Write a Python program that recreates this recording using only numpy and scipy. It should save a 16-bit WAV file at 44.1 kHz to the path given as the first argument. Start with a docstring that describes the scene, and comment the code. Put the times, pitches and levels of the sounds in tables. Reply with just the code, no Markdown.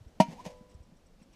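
"""One loud, short clank: an iron pot lid is set down with a hook, close by, next to a fire pit.
The lid's rim rattles as it lands, and its seat quickly stops the ringing. The hook scrapes under
the handle, squeaks, slips free with a light knock and rings on faintly. Dull bumps, tiny crunches
and ticks are dotted over a quiet outdoor rumble."""
import sys
import numpy as np
from scipy import signal
from scipy.fft import rfft, irfft, next_fast_len
from scipy.io import wavfile
from scipy.ndimage import uniform_filter1d

SR = 44100
rng = np.random.default_rng(int(sys.argv[2]) if len(sys.argv) > 2 else 0)


def store_wav(level_fs):
    """Save 16-bit WAV to argv[1]."""
    pcm = np.round(np.clip(np.atleast_2d(level_fs), -1, 1) * 32767)
    wavfile.write(sys.argv[1], SR, pcm.T.astype(np.int16))


N = 59535
T = np.arange(N) / SR

# The hook's ringing tones: pitch_hz, level_db, ring_s (the time to fade by 60 dB)
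HOOK_TONES = [(498.4, -46, 0.77), (546, -45, 0.3), (600, -51, 0.64), (724, -62, 0.21), (859, -61.5, 0.55),
              (853, -65, 0.59), (995, -61, 1.47), (6510, -58, 0.21)]
# Tone colour of the rim's clash and of the crunches: pitch_hz, level_db
CLASH_COLOUR = [(300, -12.5), (1000, 5), (1450, -6), (1900, 1.5), (2800, 7.5), (3800, -3), (5000, -0.5),
                (6400, -1.5), (8000, -17.5), (9200, -6.5), (11700, -18.5), (12500, -16.5), (15500, -39.5)]


def lid_clank():
    """Each blow makes the lid ring low, while its rattling rim adds a bright clash and high tones."""
    # The landing, then the light knock: start_s, level_db, bright_db (compared with the blow)
    blows = [(0.1998, 2, -2), (0.459, -29, 2.5)]
    # The lid's low tones, cut short by its seat: pitch_hz, level_db, ring_s
    low_tones = [(193.8, -6.5, 0.069), (228, -13, .04), (279, -30.5, 0.1), (404, -40.5, .08),
                 (639, -9.5, 0.063), (730, -14.5, .055), (926, -16.5, 0.051), (943, -18, 0.13),
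                 (1359, -35, .065), (1851, -27, 0.041)]
    # High tones of iron hitting iron: pitch_hz, level_db (before clang_db), ring_s
    high_tones = [(1620, -9, .065), (2128, -2, .11), (2350, -2, .135), (2395, -9, .14), (2580, -6, .09),
                  (2992, 0, .12), (3335, 0, .06), (4160, -8, .12), (4542, -2, .07), (4808, -3, .08),
                  (4988, -3, .085), (5600, -1, .065), (5968, -5, .08), (6449, -6, .13), (7795, -1, .065),
                  (9930, -14, .075), (11500, -14, .06)]
    # The rim's bounces after a blow: delay_s, level_db
    bounces = [(.0008, -2.5), (.0045, 3), (.0082, 1.5)]
    clash_db, snap_db, clang_db = -36, -34, -36
    low_cut_hz = 185  # the lid gives off little deep bass
    out = np.zeros(N)
    for start, level_db, bright_db in blows:
        rattle_power = np.zeros(N)
        for delay, bounce_db in bounces:
            clash = undb(clash_db + bounce_db) * fade(start + delay, attack_s=0, ring_s=0.084)
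            snap = undb(snap_db + bounce_db) * fade(start + delay, attack_s=0, ring_s=0.014)
            rattle_power += clash ** 2 + snap ** 2
        clang = undb(clang_db) * ring(high_tones, start, attack_s=0.0042, scatter=0.82)
        rattle = np.sqrt(rattle_power) * colour(rng.standard_normal(N), CLASH_COLOUR)
        body = ring(low_tones, start, attack_s=0.0046)
        out += undb(level_db) * (body + undb(bright_db) * (rattle + clang))
    return signal.sosfilt(signal.butter(2, low_cut_hz, "high", fs=SR, output="sos"), out)


def hook_scrape():
    """The hook drags over rough iron: tiny slips hiss and set the hook itself ringing."""
    # Each drag, loudest at its hardest push: peak_s, rise_s, fall_s, level_db
    drags = [(.285, 0.046, 0.041, -56.5), (0.326, 0.031, 0.022, -50.5), (0.399, 0.031, 0.041, -53),
             (0.457, 0.0076, 0.022, -41), (0.506, .02, 0.049, -57)]
    # Tone colour of the scrape: pitch_hz, level_db
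    scrape_colour = [(100, -6.5), (200, 5), (400, 10), (750, 17.5), (1050, 9.5), (1350, -7), (1750, 3.5),
                     (2500, 2.5), (3600, -0.5), (5000, -1), (6600, -3), (8000, -8.5), (12500, -16.5),
                     (15500, -27.5)]
    ringing_db = -5.5
    pushes = [undb(db) * np.exp(np.minimum((T - peak) / rise, (peak - T) / fall))
              for peak, rise, fall, db in drags]
    push = np.sqrt(sum(one ** 2 for one in pushes))
    slips = unit(grit())
    ringing = resonate(push * slips, ring(HOOK_TONES, 0, attack_s=0.001))
    return push * colour(slips, scrape_colour) + undb(ringing_db) * ringing


def hook_squeak():
    """The hook sticks and slips under the handle, making a short, rough, rising squeak."""
    # The path of the squeak: time_s, pitch_hz, level_db
    path = [(0.366, 790, -55), (0.379, 828, -57), (0.386, 942, -49.5), (.403, 992, -41.5),
            (0.41, 997, -48.5), (0.423, 1070, -62)]
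    times, hz, db = np.array(path).T
    roughness = 0.032
    pitch = np.interp(T, times, hz) * (1 + roughness * wander(rate_hz=470))
    loudness = undb(np.interp(T, times, db)) * (T > times[0]) * (T < times[-1])
    return loudness * np.sin(2 * np.pi * np.cumsum(pitch) / SR)


def hook_ring():
    """Once it slips free, the hook rings on faintly."""
    return ring(HOOK_TONES, start_s=0.463, attack_s=0.001)


def bumps():
    """Dull bumps, each one low tone that dies away fast."""
    # One bump a row: start_s, pitch_hz, level_db, ring_s
    knocks = [(.008, 103, -36, 0.055), (.062, 60, -37, 0.081), (0.282, 168.5, -31.5, .11),
              (0.327, 222, -22.5, 0.02), (0.4626, 175.4, -29.5, .06), (.608, 205, -34.5, 0.035),
              (0.747, 70.2, -39, 0.11), (0.803, 66, -37, 0.068), (0.92, 177, -42, 0.054),
              (1.213, 208, -39, 0.041)]
    return sum(ring([(hz, db, ring_s)], start, attack_s=0.0064) for start, hz, db, ring_s in knocks)


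def crunches():
    """Faint crunches, each a short swell of gritty noise."""
    # One crunch a row: peak_s, level_db
    moments = [(.715, -71), (1.219, -70.5), (1.34, -69)]
    return swells(moments, width_s=0.014) * colour(grit(), CLASH_COLOUR)


def ticks():
    """Faint ticks, each a tiny burst of high, gritty noise."""
    # One tick a row: peak_s, level_db
    moments = [(.085, -73), (.152, -80), (.574, -73), (.699, -71.5), (.716, -72.5), (.748, -69),
               (.835, -74), (.972, -71.5), (1.069, -70.5), (1.231, -69), (1.335, -73.5)]
    # Tone colour of the ticks: pitch_hz, level_db
    tick_colour = [(3000, -31), (5300, -6), (5680, 9), (6200, -23), (7200, -23), (7600, 2), (8300, -2.5),
                   (9000, -13), (12000, -34.5)]
    return swells(moments, width_s=0.005) * colour(grit(), tick_colour)


def echo(sound):
    """The surroundings scatter a faint, short echo back."""
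    # Tone colour of the echo: pitch_hz, level_db
    echo_colour = [(100, -8.5), (250, 6), (800, -20.5), (1500, 4.5), (5000, -4), (14000, -9.5)]
    echo_db = -26
    tail = colour(rng.standard_normal(N), echo_colour) * fade(0, attack_s=0.012, ring_s=0.4)
    return undb(echo_db) * resonate(sound, tail)


def outdoor_air():
    """A low rumble with a thin hiss, gently rising and falling."""
    # Tone colour of the air: pitch_hz, level_db
    air_colour = [(12, -34), (20, 0), (64, -5.5), (139, -13), (169, -9), (223, -10.5), (377, -18),
                  (409, -18.5), (511, -16), (1020, -26), (1590, -30.5), (5690, -35.5), (15000, -50)]
    level_db, swell_db = -58.5, 1.57
    loudness = undb(level_db + swell_db * wander(rate_hz=2.7))
    return loudness * colour(rng.standard_normal(N), air_colour)


def undb(db):
    """Turn decibels into a number to multiply by."""
    return 10 ** (np.asarray(db) / 20)


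def unit(x):
    """Scale a signal to an average (rms) level of 1."""
    return x / np.sqrt(np.mean(x ** 2))


def colour(x, points):
    """Shape a sound's lows and highs along (pitch_hz, level_db) points, then scale it to level 1."""
    hz, db = np.array(points, float).T
    size = 2 * next_fast_len(N)
    freqs = np.maximum(np.arange(size // 2 + 1) * SR / size, 1)
    gain = undb(np.interp(np.log(freqs), np.log(hz), db))
    # Fold the filter forward in time, so nothing is heard before its cause.
    cepstrum = irfft(np.log(gain))
    cepstrum[1:size // 2] *= 2
    cepstrum[size // 2 + 1:] = 0
    return unit(irfft(rfft(x, size) * np.exp(rfft(cepstrum)))[:N])


def fade(start_s, attack_s, ring_s):
    """A loudness curve that rises smoothly and falls by 60 dB in ring_s."""
    age = np.maximum(T - start_s, 0)
    rise = np.sin(np.pi / 2 * np.minimum(age / max(attack_s, 1 / SR), 1)) ** 2
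    return rise * np.exp(-np.log(1000) * age / ring_s)


def ring(tones, start_s, attack_s, scatter=0):
    """Fading tones struck together; scatter, from 0 to 1, puts their waves out of step."""
    out = np.zeros(N)
    for hz, db, ring_s in tones:
        cycles = hz * (T - start_s) + scatter * rng.random()
        out += undb(db) * fade(start_s, attack_s, ring_s) * np.sin(2 * np.pi * cycles)
    return out


def resonate(sound, tail):
    """Let every instant of a sound set off its own copy of a fading tail."""
    return signal.fftconvolve(sound, tail / np.sqrt(np.sum(tail ** 2)))[:N]


def wander(rate_hz):
    """A smooth random drift with a typical size of 1."""
    hold = int(SR / rate_hz)
    steps = np.repeat(rng.standard_normal(N // hold + 1), hold)
    return unit(uniform_filter1d(uniform_filter1d(steps, hold), hold)[:N])


def grit(clicks_per_s=7500, spread_db=0.5):
    """A dense stream of tiny clicks of uneven size."""
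    clicks = (rng.random(N) < clicks_per_s / SR) * rng.standard_normal(N)
    return clicks * undb(spread_db * rng.standard_normal(N))


def swells(rows, width_s):
    """A loudness curve with a bell-shaped hump for each (peak_s, level_db) row."""
    return sum(undb(db) * np.exp(-0.5 * ((T - peak) / width_s) ** 2) for peak, db in rows)


def scene():
    """Mix the close sounds, their echo and the outdoor air into one channel."""
    close = lid_clank() + hook_scrape() + hook_squeak() + hook_ring() + bumps() + crunches() + ticks()
    return (close + echo(close) + outdoor_air())[None]


def record(dry):
    """The recorder cuts off the very highest treble."""
    top_hz = 14900
    return signal.sosfilt(signal.ellip(8, 0.2, 70, top_hz, fs=SR, output="sos"), dry)


dry = scene()
out = record(dry)
store_wav(out)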